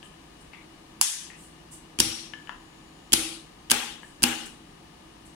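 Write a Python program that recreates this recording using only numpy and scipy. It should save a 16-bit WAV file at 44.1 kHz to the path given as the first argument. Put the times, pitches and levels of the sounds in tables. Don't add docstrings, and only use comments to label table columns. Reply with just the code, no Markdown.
import sys
import numpy as np
from scipy import signal
from scipy.fft import rfft, irfft
from scipy.io import wavfile
from scipy.ndimage import uniform_filter1d, minimum_filter1d

SR = 44100
rng = np.random.default_rng(int(sys.argv[2]) if len(sys.argv) > 2 else 0)


def dump_mix(stems):
    frames = np.atleast_2d(stems).T
    limited = np.clip(frames, -1, 1)
    pcm = np.round(limited * 32767).astype(np.int16)
    wavfile.write(sys.argv[1], SR, pcm)


N = 235919
HZ = np.fft.rfftfreq(4096, 1 / SR)
SIDES = np.array([[.5], [-.5]])


def amp(db):
    return 10 ** (np.asarray(db) / 20)


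def unit_rms(x):
    return x / np.sqrt(np.mean(x ** 2) + 1e-20)


def curve(points, hz):
    point_hz, value = np.transpose(points)
    return np.interp(np.log(hz + 1), np.log(point_hz + 1), value)


def blend(a, b, share):
    return a + share * (b - a)


def add(mix, at_s, sound):
    part = mix[:, max(round(at_s * SR), 0):][:, :sound.shape[-1]]
    part += sound[..., :part.shape[1]]


def bell(hz, centre_hz, width_hz):
    return 1 / (1 + (2 * (hz - centre_hz) / width_hz) ** 2)


def decay(t, t60_s):
    return np.exp(-np.log(1000) * t / t60_s)


def colour(x, gain):
    log_gain = np.log(np.maximum(unit_rms(gain), 1e-5))
    mirrored = np.concatenate([log_gain, log_gain[..., -2:0:-1]], -1)
    impulse = np.fft.ifft(np.exp(np.conj(signal.hilbert(mirrored)))).real
    return signal.fftconvolve(np.atleast_2d(x), np.atleast_2d(impulse), axes=1)


def diffuse(size, correlation, balance_db):
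    hz = np.fft.rfftfreq(size, 1 / SR)
    left, other = rfft(rng.standard_normal((2, size)))
    alike = np.clip(curve(correlation, hz), -1, 1)
    right = alike * left + np.sqrt(1 - alike ** 2) * other
    return irfft(np.array([left, right]) * amp(SIDES * curve(balance_db, hz)), size)


def room(build_s=0.0017, patchy_db=2.1):
    # (frequency [Hz], T60 [s])
    t60 = [(150, 0.29), (500, 0.37), (1200, 0.38), (3000, 0.42), (6000, 0.38), (10000, 0.34), (15000, .27)]
    # (frequency [Hz], left-right correlation)
    correlation = [(200, 0.65), (500, 0), (1000, 0.56), (2000, 0), (12000, 0)]
    # (frequency [Hz], left over right [dB])
    balance = [(300, 2), (800, 1.5), (1500, 5.5), (3000, 10), (6000, 8.5), (10000, 0.5), (14000, 0.5)]
    hz, t, bands = signal.stft(diffuse(SR, correlation, balance), SR, nperseg=256)
    patches = uniform_filter1d(rng.standard_normal(bands.shape[1:]), size=2, axis=0)
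    patches = unit_rms(uniform_filter1d(patches, size=9, axis=1))
    bands = bands * amp(patchy_db * patches) * decay(t, curve(t60, hz)[:, None])
    tail = signal.istft(bands, SR, nperseg=256)[1]
    tail *= 1 - np.exp(-np.arange(tail.shape[1]) / SR / build_s)
    return tail / np.sqrt(np.sum(tail ** 2) / 2)


def reverb(sound):
    return signal.fftconvolve(sound, room(), axes=1)


def fan(air_db=-50, waver_hz=2.775, flutter=0.19):
    # (frequency [Hz], relative density [dB])
    spectrum = [(15, -41), (25, -9), (55, -6), (86, -11), (156, -2.5), (267, -7.5), (313, -9.5),
                (631, -12.5), (722, -10), (1240, -10), (1410, -17), (1750, -18.5), (3720, -20.5),
                (7100, -26.5), (15500, -41.5)]
    # (centre [Hz], width [Hz], lift [dB])
    duct = [(320, 108, 7), (1312, 180, -5), (1775, 150, 4.5), (2928, 120, 7.5), (9410, 1900, 7.5)]
    # (frequency [Hz], left-right correlation)
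    correlation = [(60, 0.94), (130, 0.96), (290, 0.8), (640, -0.16), (1410, 0.18), (3100, -0.3),
                   (6820, 0.035), (15000, -0.11)]
    # (frequency [Hz], left over right [dB])
    balance = [(60, -0.5), (110, 0.5), (200, -0.5), (380, 3.5), (700, 0.5), (1290, 3.5), (2380, 10.5),
               (4400, 8.5), (8120, 2.5), (15000, -3)]
    # (frequency [Hz], level [dB])
    tones = [(64.6, -71), (161.5, -64.5), (323.0, -61), (721.4, -72), (1206, -75.5), (1249, -71),
             (1723, -76), (2853, -74.5)]
    hz, t = np.fft.rfftfreq(N, 1 / SR), np.arange(N) / SR
    shape_db = curve(spectrum, hz) + sum(db * bell(hz, centre, width) for centre, width, db in duct)
    air = irfft(rfft(diffuse(N, correlation, balance)) * amp(shape_db), N)
    out = amp(air_db) * unit_rms(air)
    knots_s = np.linspace(0, t[-1], 60)
    for tone_hz, db in tones:
        drift, swell = (np.interp(t, knots_s, row) for row in rng.standard_normal((2, len(knots_s))))
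        phase = 2 * np.pi * np.cumsum(tone_hz + waver_hz * drift) / SR
        out += amp(db) * np.sqrt(2) * (1 + flutter * swell) * np.sin(phase)
    return out


def rustles(centre_hz=8430, width_hz=3000, grain_db=3, room_db=-1):
    # (time [s], length [s], level [dB])
    strokes = [(0.022, 0.08, -61.5), (0.4, 0.04, -61), (1.36, .16, -57), (1.709, 0.072, -49),
               (4.006, 0.16, -62.5), (4.454, 0.023, -45), (5.249, 0.05, -58.5)]
    out = np.zeros((2, N))
    for at_s, length_s, db in strokes:
        progress = np.linspace(0, 1, round(length_s * SR))
        grains = rng.standard_normal((2, len(progress)))
        grains *= amp(grain_db * np.minimum(rng.exponential(1, len(progress)), 4))
        friction = unit_rms(grains * progress * (1 - progress) ** 2)
        stroke = amp(db) * colour(friction, bell(HZ, centre_hz, width_hz))
        add(out, at_s, stroke)
        add(out, at_s, amp(room_db) * reverb(stroke[:1]))
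    return out


def buttons(snap_db=-15, snap_s=0.00044, snap_width_hz=1500, dull_hz=6000,
            focus_db_oct=6, pan_db=15.5, room_db=1):
    # (time [s], level [dB], most excited pitch [Hz], panel ring [dB])
    presses = [(0.029, -34.5, 2730, -3.5), (2.3361, -26.5, 1980, -1), (2.473, -33.5, 2300, -3),
               (2.494, -19, 1370, -12.5), (4.032, -32, 1630, -3)]
    # (frequency [Hz], level [dB], T60 [s], panel share [0-1])
    modes = [(977, -10, 0.024, 0), (1500, -15.5, 0.011, 0), (1680, -8, 0.036, 0.72),
             (1810, -35, 0.12, 0.51), (1747, -13, 0.12, 1), (2080, -22, 0.0024, 0.38),
             (2150, -18.5, 0.019, 0.061), (2630, -15, 0.0094, 0.68), (2940, -2, 0.0079, 0.41),
             (3040, -9, 0.021, 0.59), (4630, -20, 0.011, 0.019)]
    out, t = np.zeros((2, N)), np.arange(SR // 4) / SR
    for at_s, db, pitch_hz, panel_db in presses:
        ring = np.zeros(len(t))
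        for hz, mode_db, t60_s, panel_share in modes:
            gain = amp(mode_db + panel_share * panel_db - focus_db_oct * abs(np.log2(hz / pitch_hz)))
            ring += gain * decay(t, t60_s) * np.sin(2 * np.pi * (hz * t + rng.random()))
        burst = rng.standard_normal(len(t)) * np.exp(-t / snap_s)
        snap = colour(burst, np.sqrt(bell(HZ, pitch_hz, snap_width_hz)))[0, :len(t)]
        click = signal.lfilter(*signal.butter(2, dull_hz, fs=SR), amp(db) * (ring + amp(snap_db) * snap))
        add(out, at_s, click * amp(SIDES * pan_db))
        add(out, at_s, amp(room_db) * reverb(click[None]))
    return out


def taps(cap_hz=2080, width_hz=1200, contact_s=0.0016, pan_db=11, room_db=4.5):
    # (time [s], level [dB])
    touches = [(.534, -34), (.5466, -41.5), (1.302, -39.5)]
    out, t = np.zeros((2, N)), np.arange(SR // 32) / SR
    for at_s, db in touches:
        burst = rng.choice([-1, 1], len(t)) * np.exp(-t / contact_s)
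        tap = amp(db) * colour(burst, bell(HZ, cap_hz, width_hz))
        add(out, at_s, tap * amp(SIDES * pan_db))
        add(out, at_s, amp(room_db) * reverb(tap))
    return out


def blow(db, chatter_s, tilt_db_oct, knock_hz, knock_db, pan_db,
         rise_s=0.00024, ring_s=0.0014, scatter_db=-19, scatter_s=0.00518, low_cut_hz=750):
    # (centre [Hz], width [Hz], left [dB], right [dB])
    resonances = [(880, 194, -2.5, -6.5), (1610, 74, -4.5, -15), (2920, 420, 1.5, -13.5),
                  (3320, 120, 1, -53), (4904, 480, 5, -7), (5520, 350, -5, -19), (6600, 770, -4.5, -4),
                  (8500, 2000, -1.5, -4), (10040, 1400, -10.5, -1.5), (12400, 1900, -23.5, -21)]
    t = np.arange(SR // 32) / SR
    attack = np.minimum(t / rise_s, 1) ** 2
    contact = np.exp(-np.maximum(t - chatter_s, 0) / ring_s)
    scatter = amp(scatter_db) * np.exp(-t / scatter_s)
    chatter = rng.choice([-1, 1], (2, len(t))) * attack * (contact + scatter)
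    case_power = sum(bell(HZ, hz, width) * amp([[left], [right]]) ** 2
                     for hz, width, left, right in resonances)
    tone_db = tilt_db_oct * np.log2(np.maximum(HZ / 2000, 1))
    tone_db += knock_db * bell(HZ, knock_hz, 0.45 * knock_hz)
    low_cut = HZ ** 4 / (HZ ** 4 + low_cut_hz ** 4)
    sound = colour(chatter, np.sqrt(case_power) * amp(tone_db) * low_cut)
    energy = np.sum(sound ** 2, 1, keepdims=True)
    return amp(db + SIDES * pan_db) * sound * np.sqrt(chatter_s * SR / energy)


def strike(at_s, db, chatter_s, echo_shape_db, room_db, **tone):
    out = np.zeros((2, N))
    add(out, at_s, blow(db, chatter_s, **tone))
    echo = colour(room(), amp(echo_shape_db))
    add(out, at_s, amp(db + room_db) * echo * np.sqrt(2 * chatter_s * SR / np.sum(echo ** 2)))
    return out


def board(place, rise_s=0.00078, room_db=-8):
    # (frequency [Hz], level [dB], T60 [s], change at far end [dB])
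    modes = [(160, -32.5, 0.5, -22), (229.5, -34.5, 0.62, 8.5), (244.2, -21.5, 0.19, 15),
             (273, 1.5, 0.022, -6), (315.6, -17.5, 0.35, -0.5), (331, -18, 0.42, -10.5),
             (499, -25, 0.055, 5), (793, -47.5, 0.28, 25.5), (820, -36, 0.19, 18.5), (898, -32.5, 0.17, 8)]
    t = np.arange(SR) / SR
    ring = sum(amp(db + place * far_db) * decay(t, t60_s) * np.sin(2 * np.pi * hz * t)
               for hz, db, t60_s, far_db in modes)
    ring *= 1 - np.exp(-t / rise_s)
    return ring + amp(room_db) * reverb(ring[None])[:, :len(t)]


def springs(pitch_hz, focus_db_oct=14, pan_db=5, room_db=-2):
    # (frequency [Hz], level [dB], T60 [s])
    modes = [(2480, -6.5, 0.64), (2840, -11, 0.346), (3140, -7, 0.23), (3296, -13, 0.21),
             (3350, -4.5, 0.51), (3420, -0.5, 0.24), (5640, 0, 0.33), (5610, 0, 0.19), (5770, 6, 0.17),
             (6070, -4, .35), (7780, -0.5, 0.27)]
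    ring, t = np.zeros((2, SR)), np.arange(SR) / SR
    for hz, db, t60_s in modes:
        gain = amp(db - focus_db_oct * abs(np.log2(hz / pitch_hz)))
        ring += gain * decay(t, t60_s) * np.sin(2 * np.pi * (hz * t + rng.random((2, 1))))
    return amp(SIDES * pan_db) * ring + amp(room_db) * reverb(ring[:1])[:, :len(t)]


def spring_lift_db(spring_hz, spring_db, threshold_db=-38, slope=0.88):
    return slope * max(spring_db - threshold_db, 0) * bell(HZ, spring_hz, 0.11 * spring_hz)


def drop_out(at_s=1.0124, rebound_s=0.0118, board_db=-23, spring_hz=3450, spring_db=-32.5, room_db=-2.5):
    # (frequency [Hz], relative density [dB])
    send = [(290, -75), (500, -17.5), (611, -27), (851, -13.5), (1170, -13), (1390, -17), (1670, -8),
            (2040, -13), (3380, -10), (3850, -11), (6200, -2), (7670, -1), (10100, -1), (15500, -27)]
    echo = dict(echo_shape_db=curve(send, HZ) + spring_lift_db(spring_hz, spring_db), room_db=room_db)
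    out = strike(at_s, db=12.5, chatter_s=0.0012, **echo,
                 tilt_db_oct=1, knock_hz=1074, knock_db=9, pan_db=-2.5)
    out += strike(at_s + rebound_s, db=-7.5, chatter_s=0.0038, **echo,
                  tilt_db_oct=-0.5, knock_hz=6100, knock_db=-3, pan_db=-1)
    add(out, at_s, amp(board_db) * board(place=0.93) + amp(spring_db) * springs(spring_hz))
    return out


def pull_in(land_s, db, chatter_s, tilt_db_oct, start_db, contact_db, board_db, bench_db, place,
            spring_hz, spring_db, room_db=-5, recoil_db=-25.5, board_delay_s=0.002):
    # (frequency [Hz], relative density [dB])
    near_send = [(240, -30), (400, -14), (527, -3.5), (660, -22), (800, -3.5), (900, -13.5), (1320, -8.5),
                 (1750, -12.5), (2320, -6), (3400, -3.5), (4300, -4.5), (5700, -7), (7300, -5.5),
                 (9600, -0.5), (15500, -25)]
    far_send = [(240, -50), (400, -2.5), (530, -6.5), (653, -14.5), (815, 1.5), (980, -7), (1550, -2.5),
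                (2190, -7), (2900, -3), (3500, -7), (5100, -11), (8750, -7.5), (15500, -22)]
    send_db = blend(curve(near_send, HZ), curve(far_send, HZ), place)
    echo = dict(echo_shape_db=send_db + spring_lift_db(spring_hz, spring_db), room_db=room_db)
    travel_s, contact_lead_s = blend(0.013, 0.0148, place), blend(0.0034, 0.0063, place)
    if place > 0.5:
        landing = dict(knock_hz=790, knock_db=1.3, pan_db=0.42)
    else:
        landing = dict(knock_hz=5560, knock_db=5.7, pan_db=0.5)
    out = strike(land_s - travel_s, start_db, chatter_s=0.003, **echo,
                 tilt_db_oct=-3, knock_hz=3102, knock_db=9.5, pan_db=2)
    out += strike(land_s - contact_lead_s, contact_db, chatter_s=0.0023, **echo,
                  tilt_db_oct=2, knock_hz=8299.5, knock_db=3, pan_db=0.5)
    out += strike(land_s, db, chatter_s, **echo, tilt_db_oct=tilt_db_oct, **landing)
    shake, shake_s = amp(board_db) * board(place), land_s + board_delay_s
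    add(out, shake_s - travel_s, amp(recoil_db) * shake)
    add(out, shake_s, shake + amp(bench_db) * bench() + amp(spring_db) * springs(spring_hz))
    return out


def bench(t60_s=0.28, rise_s=0.002):
    # (frequency [Hz], relative density [dB])
    spectrum = [(20, -21), (45, -1.5), (70, -2.5), (85, -2), (115, 5.5), (170, -11.5), (260, -6.5),
                (600, -26.5), (2000, -62)]
    t, hz = np.arange(SR) / SR, np.fft.rfftfreq(SR, 1 / SR)
    phases = np.exp(2j * np.pi * rng.random(len(hz)))
    modes = unit_rms(irfft(amp(curve(spectrum, hz)) * phases, SR))
    return modes * decay(t, t60_s) * (1 - np.exp(-t / rise_s))


def coils():
    # (start [s], end [s], frequency [Hz], level [dB])
    whines = [(2.01, 3.13, 6939, -71), (3.72, 4.23, 6939, -76)]
    out = np.zeros((2, N))
    for start_s, end_s, hz, db in whines:
        t = np.arange(0, end_s - start_s, 1 / SR)
        fade = signal.windows.tukey(len(t), 0.05)
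        add(out, start_s, amp(db) * np.sqrt(2) * np.sin(2 * np.pi * hz * t) * fade)
    return out


def scene():
    # (landing time [s], landing level [dB], landing chatter [s], landing treble tilt [dB/oct],
    # armature start [dB], contacts [dB], board [dB], bench [dB], place [0 near - 1 far],
    # spring pitch [Hz], spring ring [dB])
    pull_ins = [(2.001, 10.5, 0.003, 0.5, -20.5, -19.5, .5, -17, 0.13, 5610, -24.5),
                (3.1341, 7.5, 0.0038, -1.5, -21.5, -6.5, -2, -24.5, 0.0055, 3580, -39),
                (3.714, 7, 0.0034, -1, -19.5, -12.5, -6.5, -28.5, 0.91, 3500, -35.5),
                (4.2367, 7, 0.0028, -4.5, -26, -12, -0.5, -27, 0.98, 2920, -32.5)]
    contactors = drop_out() + sum(pull_in(*row) for row in pull_ins)
    return contactors + buttons() + taps() + rustles() + coils() + fan()


def record(dry, threshold_db=-8, recovery_db_per_s=72, ceiling=4.0, cutoff_hz=16000):
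    # (frequency [Hz], gain [dB])
    mic = [(20, 4), (32, 2.5), (48, 4), (100, -1), (9500, -1), (10300, 1.5), (11500, -1), (13000, 1.5),
           (15500, 1)]
    heard = irfft(rfft(dry) * amp(curve(mic, np.fft.rfftfreq(N, 1 / SR))), N)
    power_db = 10 * np.log10(abs(uniform_filter1d((dry ** 2).mean(0), size=80)) + 1e-12)
    ramp_db = np.arange(N) * recovery_db_per_s / SR
    held_db = np.maximum.accumulate(power_db + ramp_db) - ramp_db
    over_db = np.maximum(held_db - threshold_db, 0)
    duck_db = uniform_filter1d(-minimum_filter1d(-over_db, size=64), size=64)
    limited = ceiling * np.tanh(heard * amp(-duck_db) / ceiling)
    low_pass = signal.firwin(255, cutoff_hz, window=("kaiser", 9), fs=SR)
    return signal.oaconvolve(limited, low_pass[None], "same")


dry = scene()
out = record(dry)
dump_mix(out)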